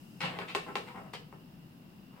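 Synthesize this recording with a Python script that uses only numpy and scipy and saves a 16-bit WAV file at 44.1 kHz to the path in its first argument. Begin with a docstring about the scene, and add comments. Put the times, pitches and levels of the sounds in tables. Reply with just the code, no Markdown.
"""A hair flat iron is picked up, handled and clamped on hair in a small, hard-walled bathroom.
Its plastic arms clack shut and the metal plates chink; the case, the cord and the hand scrape in between.
Each contact rings the case briefly and the room for longer. A stereo pair of microphones hears it
over a low ventilation rumble, a thin hiss and a faint rustle of hair."""
import sys
import numpy as np
from scipy import signal
from scipy.fft import rfft, irfft
from scipy.io import wavfile

SR = 44100
rng = np.random.default_rng(int(sys.argv[2]) if len(sys.argv) > 2 else 0)


def materialize(psi):
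    """Save the field psi as 16-bit PCM at rate SR to the path in sys.argv[1].

    A 1-D psi becomes a single channel; in a 2-D psi each row is a channel.
    """
    bounded = np.clip(np.atleast_2d(psi).T, -1, 1)
    quanta = np.round(bounded * 32767).astype(np.int16)
    wavfile.write(sys.argv[1], SR, quanta)


N = 97020

# how alike the two microphones hear the diffuse field: frequency_hz, correlation
MIC_LIKENESS = [(60, 0.98), (170, 0.94), (350, 0.78), (700, 0.27), (1200, -0.21), (3000, 0), (16000, 0)]


def undb(db):
    """Decibels to gain."""
    return 10 ** (np.asarray(db) / 20)


def unit(x):
    """Scale to rms 1."""
    return x / np.sqrt(np.mean(x ** 2))


def pan(db):
    """Left and right gains for a level difference."""
    return undb(np.array([[db], [-db]]) / 2)


def along(table, hz):
    """Read a two-column table on a log-frequency axis."""
    table = np.array(table)
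    return np.interp(np.log(hz + 1e-9), np.log(table[:, 0]), table[:, 1])


def bins():
    """Frequencies of the spectrum of a full-length signal."""
    return np.arange(N // 2 + 1) * SR / N


def shape(x, spectrum):
    """Minimum-phase filter that follows a table of frequency_hz, level_db."""
    cepstrum = irfft(np.log(undb(along(spectrum, bins())) + 1e-9), N)
    cepstrum[1:N // 2] *= 2
    cepstrum[N // 2 + 1:] = 0
    response = irfft(np.exp(rfft(cepstrum)), N)[:N // 20]
    return signal.fftconvolve(x, response)[:N]


def soften(x, treble_hz, bass_hz):
    """A softer contact loses treble but for a little grit; a lighter one loses bass."""
    dull = signal.sosfilt(signal.butter(2, treble_hz, fs=SR, output="sos"), x + 1e-18)
    grit = undb(-14.5) * x * treble_hz / 3000
    return signal.sosfilt(signal.butter(1, bass_hz, "high", fs=SR, output="sos"), dull + grit)


def resonate(x, hz, width_hz):
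    """Band-pass with gain 1 at the centre."""
    return signal.lfilter(*signal.iirpeak(hz, hz / width_hz, fs=SR), x)


def ring(hz, db, t60, phase=0):
    """Impulse response of one mode, with gain db at its peak."""
    t, rate = np.arange(SR // 2) / SR, np.log(1000) / t60
    return undb(db) * 2 * rate / SR * np.exp(-rate * t) * np.cos(2 * np.pi * hz * t + phase)


def diffuse():
    """Spectra of white noise at the two microphones, alike in the bass."""
    likeness = np.clip(along(MIC_LIKENESS, bins()), -.99, .99)
    mid, side = rfft(rng.standard_normal((2, N)))
    return mid * np.sqrt((1 + likeness) / 2) + np.array([[1], [-1]]) * side * np.sqrt((1 - likeness) / 2)


def ventilation():
    """Room tone: steady rumble, stronger at the left microphone, and bands of hiss that swell and sink."""
    # rumble and its faint treble: frequency_hz, relative_density_db
    rumble_spectrum = [(25, -21), (42, -33), (59, -11.5), (80, -24.5), (100, -13), (125, -6.5), (170, -2),
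                       (230, -6.5), (320, -12), (450, -23), (850, -24), (1500, -29), (2300, -33.5),
                       (4000, -35.5), (6500, -43.5), (10000, -43), (16000, -37.5)]
    # narrow bands of hiss: centre_hz, width_hz, level_db
    hiss_bands = [(2787, 320, -69), (5320, 83, -81), (4880, 210, -79), (7900, 240, -94)]
    # drift added to the level of those bands: time_s, gain_db
    hiss_drift = [(0, 1), (.9, 6), (1.248, -3.5), (1.36, -0.5), (1.8, -3.5), (2.2, -0.5)]
    t, f = np.arange(N) / SR, bins()
    lean_left = 1.5 + (pan(5) - 1) / (1 + (f / 900) ** 2)
    rumble = unit(irfft(diffuse() * undb(along(rumble_spectrum, f)) * lean_left, N))
    hiss = 0
    for hz, width_hz, db in hiss_bands:
        band = diffuse() / (1 + ((f - hz) / (width_hz / 2)) ** 2)
        hiss += undb(db) * unit(irfft(band, N))
    return rumble * undb(-52.5) + hiss * undb(np.interp(t, *np.array(hiss_drift).T))


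def hair():
    """Hair rustles faintly between the fingers until the plates hold it."""
    level_db, fade_s = -69.5, (0.88, 1.16)
    rustle = unit(resonate(rng.standard_normal((2, N)), hz=7140, width_hz=11025))
    return rustle * undb(level_db) * np.interp(np.arange(N) / SR, fade_s, (1, 0))


def slips(per_s=1300, scatter_db=3):
    """Dense stick-slip clicks of uneven size, rms 1."""
    clicks = (rng.random(N) < per_s / SR) * rng.choice([-1, 1], N)
    return unit(clicks * undb(scatter_db * rng.standard_normal(N)))


def scrapes():
    """Case, cord and hand rub: stick-slip that swells, holds and dies away, each with one resonance."""
    # rubs: start_s, attack_s, hold_s, release_s, relative_db, treble_hz, bass_hz, resonance_hz
    strokes = [(0.202, 0.0054, 0.056, 0.0089, -24.5, 3520, 1580, 2920),
               (0.219, 0.014, 0.028, 0.0087, -25.5, 830, 110, 770),
               (0.288, 0.012, 0.07, 0.026, -35.5, 2500, 256, 635),
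               (0.399, .018, 0.0063, 0.0075, -28.5, 2760, 394, 450),
               (0.474, .012, 0.0093, 0.037, -31.5, 3750, 1600, 2700),
               (0.663, .005, 0.028, 0.024, -31.5, 1500, 198, 350),
               (0.86, 0.017, 0.013, 0.023, -37.5, 2660, 640, 935),
               (.942, 0.017, 0.032, 0.022, -34, 1330, 129, 663),
               (1.036, 0.0058, 0.042, 0.013, -43, 1240, 250, 674),
               (1.131, 0.0031, 0.018, .012, -34.5, 4050, 2530, 2950),
               (1.145, 0.019, 0.032, 0.018, -37, 257, 130, 266),
               (2.1, 0.073, .05, .02, -46.5, 1370, 246, 503)]
    trim_db, resonance_db, resonance_q = -4.5, 2.5, 8.9
    t, out = np.arange(N) / SR, np.zeros(N)
    for start, attack, hold, release, db, treble_hz, bass_hz, hz in strokes:
        swell = np.clip((t - start) / attack, 0, 1)
        fade = np.exp(-np.maximum(t - start - attack - hold, 0) / release)
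        rub = soften(slips() * swell * fade, treble_hz, bass_hz) * undb(db + trim_db)
        out += rub + undb(resonance_db) * resonate(rub, hz, hz / resonance_q)
    return out


def clacks():
    """One sharp push for each meeting of the arms, and a weaker rebound."""
    # knocks of arms and hinge: start_s, relative_db, treble_hz, bass_hz, rebound_ms, rebound_db
    knocks = [(.2060, -5, 4800, 1500, 3.8, -7), (0.216, -2, 4300, 1460, 1.47, -9.5),
              (.2360, -8.5, 3500, 150, 2.17, -6), (0.2439, -17, 4500, 500, 7.4, -22),
              (0.3884, -6, 3500, 407, 2.57, -8), (0.5497, 2.5, 4630, 420, 2.67, -13.5),
              (0.6661, -25, 1500, 350, 4, -14), (0.7552, 0.5, 4360, 400, 2.5, -15),
              (0.945, -18, 1200, 248, 4, -7), (1.1364, -10, 2620, 297, 4.16, -5),
              (1.3263, -12.5, 1210, 600, 3.2, -18)]
    trim_db, out = -4, np.zeros(N)
    for start, db, treble_hz, bass_hz, rebound_ms, rebound_db in knocks:
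        push = np.zeros(N)
        push[int(start * SR)] = undb(db + trim_db)
        push[int((start + rebound_ms / 1000) * SR)] += undb(db + trim_db + rebound_db)
        out += soften(push, treble_hz, bass_hz)
    return out


def chinks():
    """The loose metal plates chatter briefly at a high resonance."""
    # touches of the plates: start_s, relative_db, pitch_hz, width_hz, decay_s
    touches = [(.5500, -24, 7560, 3000, 0.0098), (.561, -23, 7550, 700, .002),
               (.7560, -30.5, 8150, 3000, .012), (0.873, -45, 7840, 910, 0.026),
               (1.1357, -21, 4850, 600, 0.009), (1.1351, -24.5, 10000, 5000, 0.00047)]
    trim_db = -15.5
    t, out = np.arange(N) / SR, np.zeros(N)
    for start, db, hz, width_hz, decay in touches:
        chatter = rng.standard_normal(N) * (t >= start) * np.exp(-abs(t - start) / decay)
        out += resonate(chatter, hz, width_hz) * undb(db + trim_db)
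    return out


def flat_iron():
    """The iron up close: clacks bend and ring the case, scrapes ring it less, the plates chink on top."""
    # modes of the case and plates: pitch_hz, level_over_contact_db, t60_s
    case_modes = [(411, 0, 0.022), (842, 3, 0.021), (1050, 8.5, 0.034), (1800, 3, 0.032),
                  (2257, 0.5, 0.018), (2675, 6, 0.015), (3670, -6, 0.025), (7900, 8, 0.011)]
    # tone of a knock on the case: frequency_hz, level_db
    knock_spectrum = [(60, 1.5), (170, -0.5), (400, 7), (620, 3.5), (950, 0), (1550, 0), (2500, -1.5),
                      (4000, -1.5), (6000, -7), (8000, -11), (11000, -8), (16000, -19)]
    # tone of rubbing: frequency_hz, level_db
    rub_spectrum = [(60, -8), (170, 10.5), (330, 0), (460, 0), (680, -0.5), (1000, -0.5), (1550, -2),
                    (2200, -1.5), (3200, -4), (4300, -3), (6000, -13), (8000, -6), (11000, -17.5),
                    (16000, -30)]
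    case = sum(ring(hz, db, t60) for hz, db, t60 in case_modes)
    push, rub = clacks(), scrapes()
    bent = push - 2 * resonate(push, hz=1300, width_hz=1380)  # bending waves in this band arrive late
    struck = bent + signal.fftconvolve(bent, case)[:N]
    rubbed = rub + undb(-16.5) * signal.fftconvolve(rub, case)[:N]
    return shape(struck, knock_spectrum) + shape(rubbed, rub_spectrum) + chinks()


def arrival(ms):
    """An impulse that reaches a microphone ms late, placed between samples."""
    offset = np.arange(SR // 2) - ms / 1000 * SR
    return np.sinc(offset) * (abs(offset) < 8)


def bathroom(early_db):
    """From iron to microphones: direct path, first reflections, a diffuse tail and standing waves."""
    # first reflections off mirror, counter and walls: delay_ms, left_db, right_db
    reflections = [(.9, -3.5, -9.5), (1.95, -12, -33), (2.5, -6, -46), (4.6, -17.5, -6), (12.4, -5, -12.5),
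                   (17.6, -8.5, -16)]
    # diffuse reverberation: frequency_hz, t60_s, level_db
    reverb_bands = [(99, 0.93, -1.5), (202, 0.57, 2.5), (540, 0.4, -0.5), (1340, .29, 2), (3630, 0.35, 0.5),
                    (8100, 0.29, 2), (15100, .14, -1)]
    # standing waves between the walls: pitch_hz, level_db, t60_s
    standing_waves = [(174.3, 4, 0.35), (393, 4, 0.28), (500, 10.5, 0.86), (543.5, 9.5, 0.18),
                      (638.6, 7.5, 0.39), (746, 5, 0.48), (791, 7.5, 0.24), (866, -1, 0.59), (1067, 0, 1),
                      (1118, -3, 0.31), (1286, 13, 0.54), (1335, 14.5, 0.17)]
    direct_lag_ms, reflection_lag_ms = 0.034, 0.14  # the right microphone hears each later
    t, build_s = np.arange(SR // 2) / SR, 0.00067
    early = np.array([arrival(0), arrival(direct_lag_ms)]) * pan(3)
    for ms, left_db, right_db in reflections:
        early += np.array([undb(left_db) * arrival(ms), undb(right_db) * arrival(ms + reflection_lag_ms)])
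    noise, tail = diffuse(), 0
    log_centres = np.log(np.array(reverb_bands)[:, 0])
    for (_, t60, db), this_band in zip(reverb_bands, np.eye(len(reverb_bands))):
        share = np.interp(np.log(bins() + 1), log_centres, this_band)
        band = irfft(noise * share, N)[:, :len(t)]
        rate = np.log(1000) / t60
        tail += band * np.exp(-rate * t) * np.sqrt(2 * rate / SR) * undb(db)
    for hz, db, t60 in standing_waves:
        mic_phases = np.arccos(along(MIC_LIKENESS, hz)) * np.array([[.5], [-.5]])
        tail += ring(hz, db, t60, rng.uniform(0, 2 * np.pi) + mic_phases)
    return early * undb(early_db) + tail * (1 - np.exp(-t / build_s)) * pan(1)


def scene():
    """The iron moves before the microphones, sounding the walls differently at each place."""
    # places that the iron passes as it is lifted: time_s, direct_and_reflections_db
    places = [(.25, -4), (.55, -1.5), (.76, -3), (1.14, 0)]
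    t, out = np.arange(N) / SR, ventilation() + hair()
    iron = flat_iron()
    for (_, early_db), this_place in zip(places, np.eye(len(places))):
        crossfade = np.sqrt(np.interp(t, np.array(places)[:, 0], this_place))
        out += signal.fftconvolve((iron * crossfade)[None], bathroom(early_db), axes=1)[:, :N]
    return out


def record(dry):
    """The phone cuts the top of both microphones steeply."""
    top_hz = 16000
    return signal.sosfilt(signal.ellip(10, .2, 70, top_hz, fs=SR, output="sos"), dry)


dry = scene()
out = record(dry)
materialize(out)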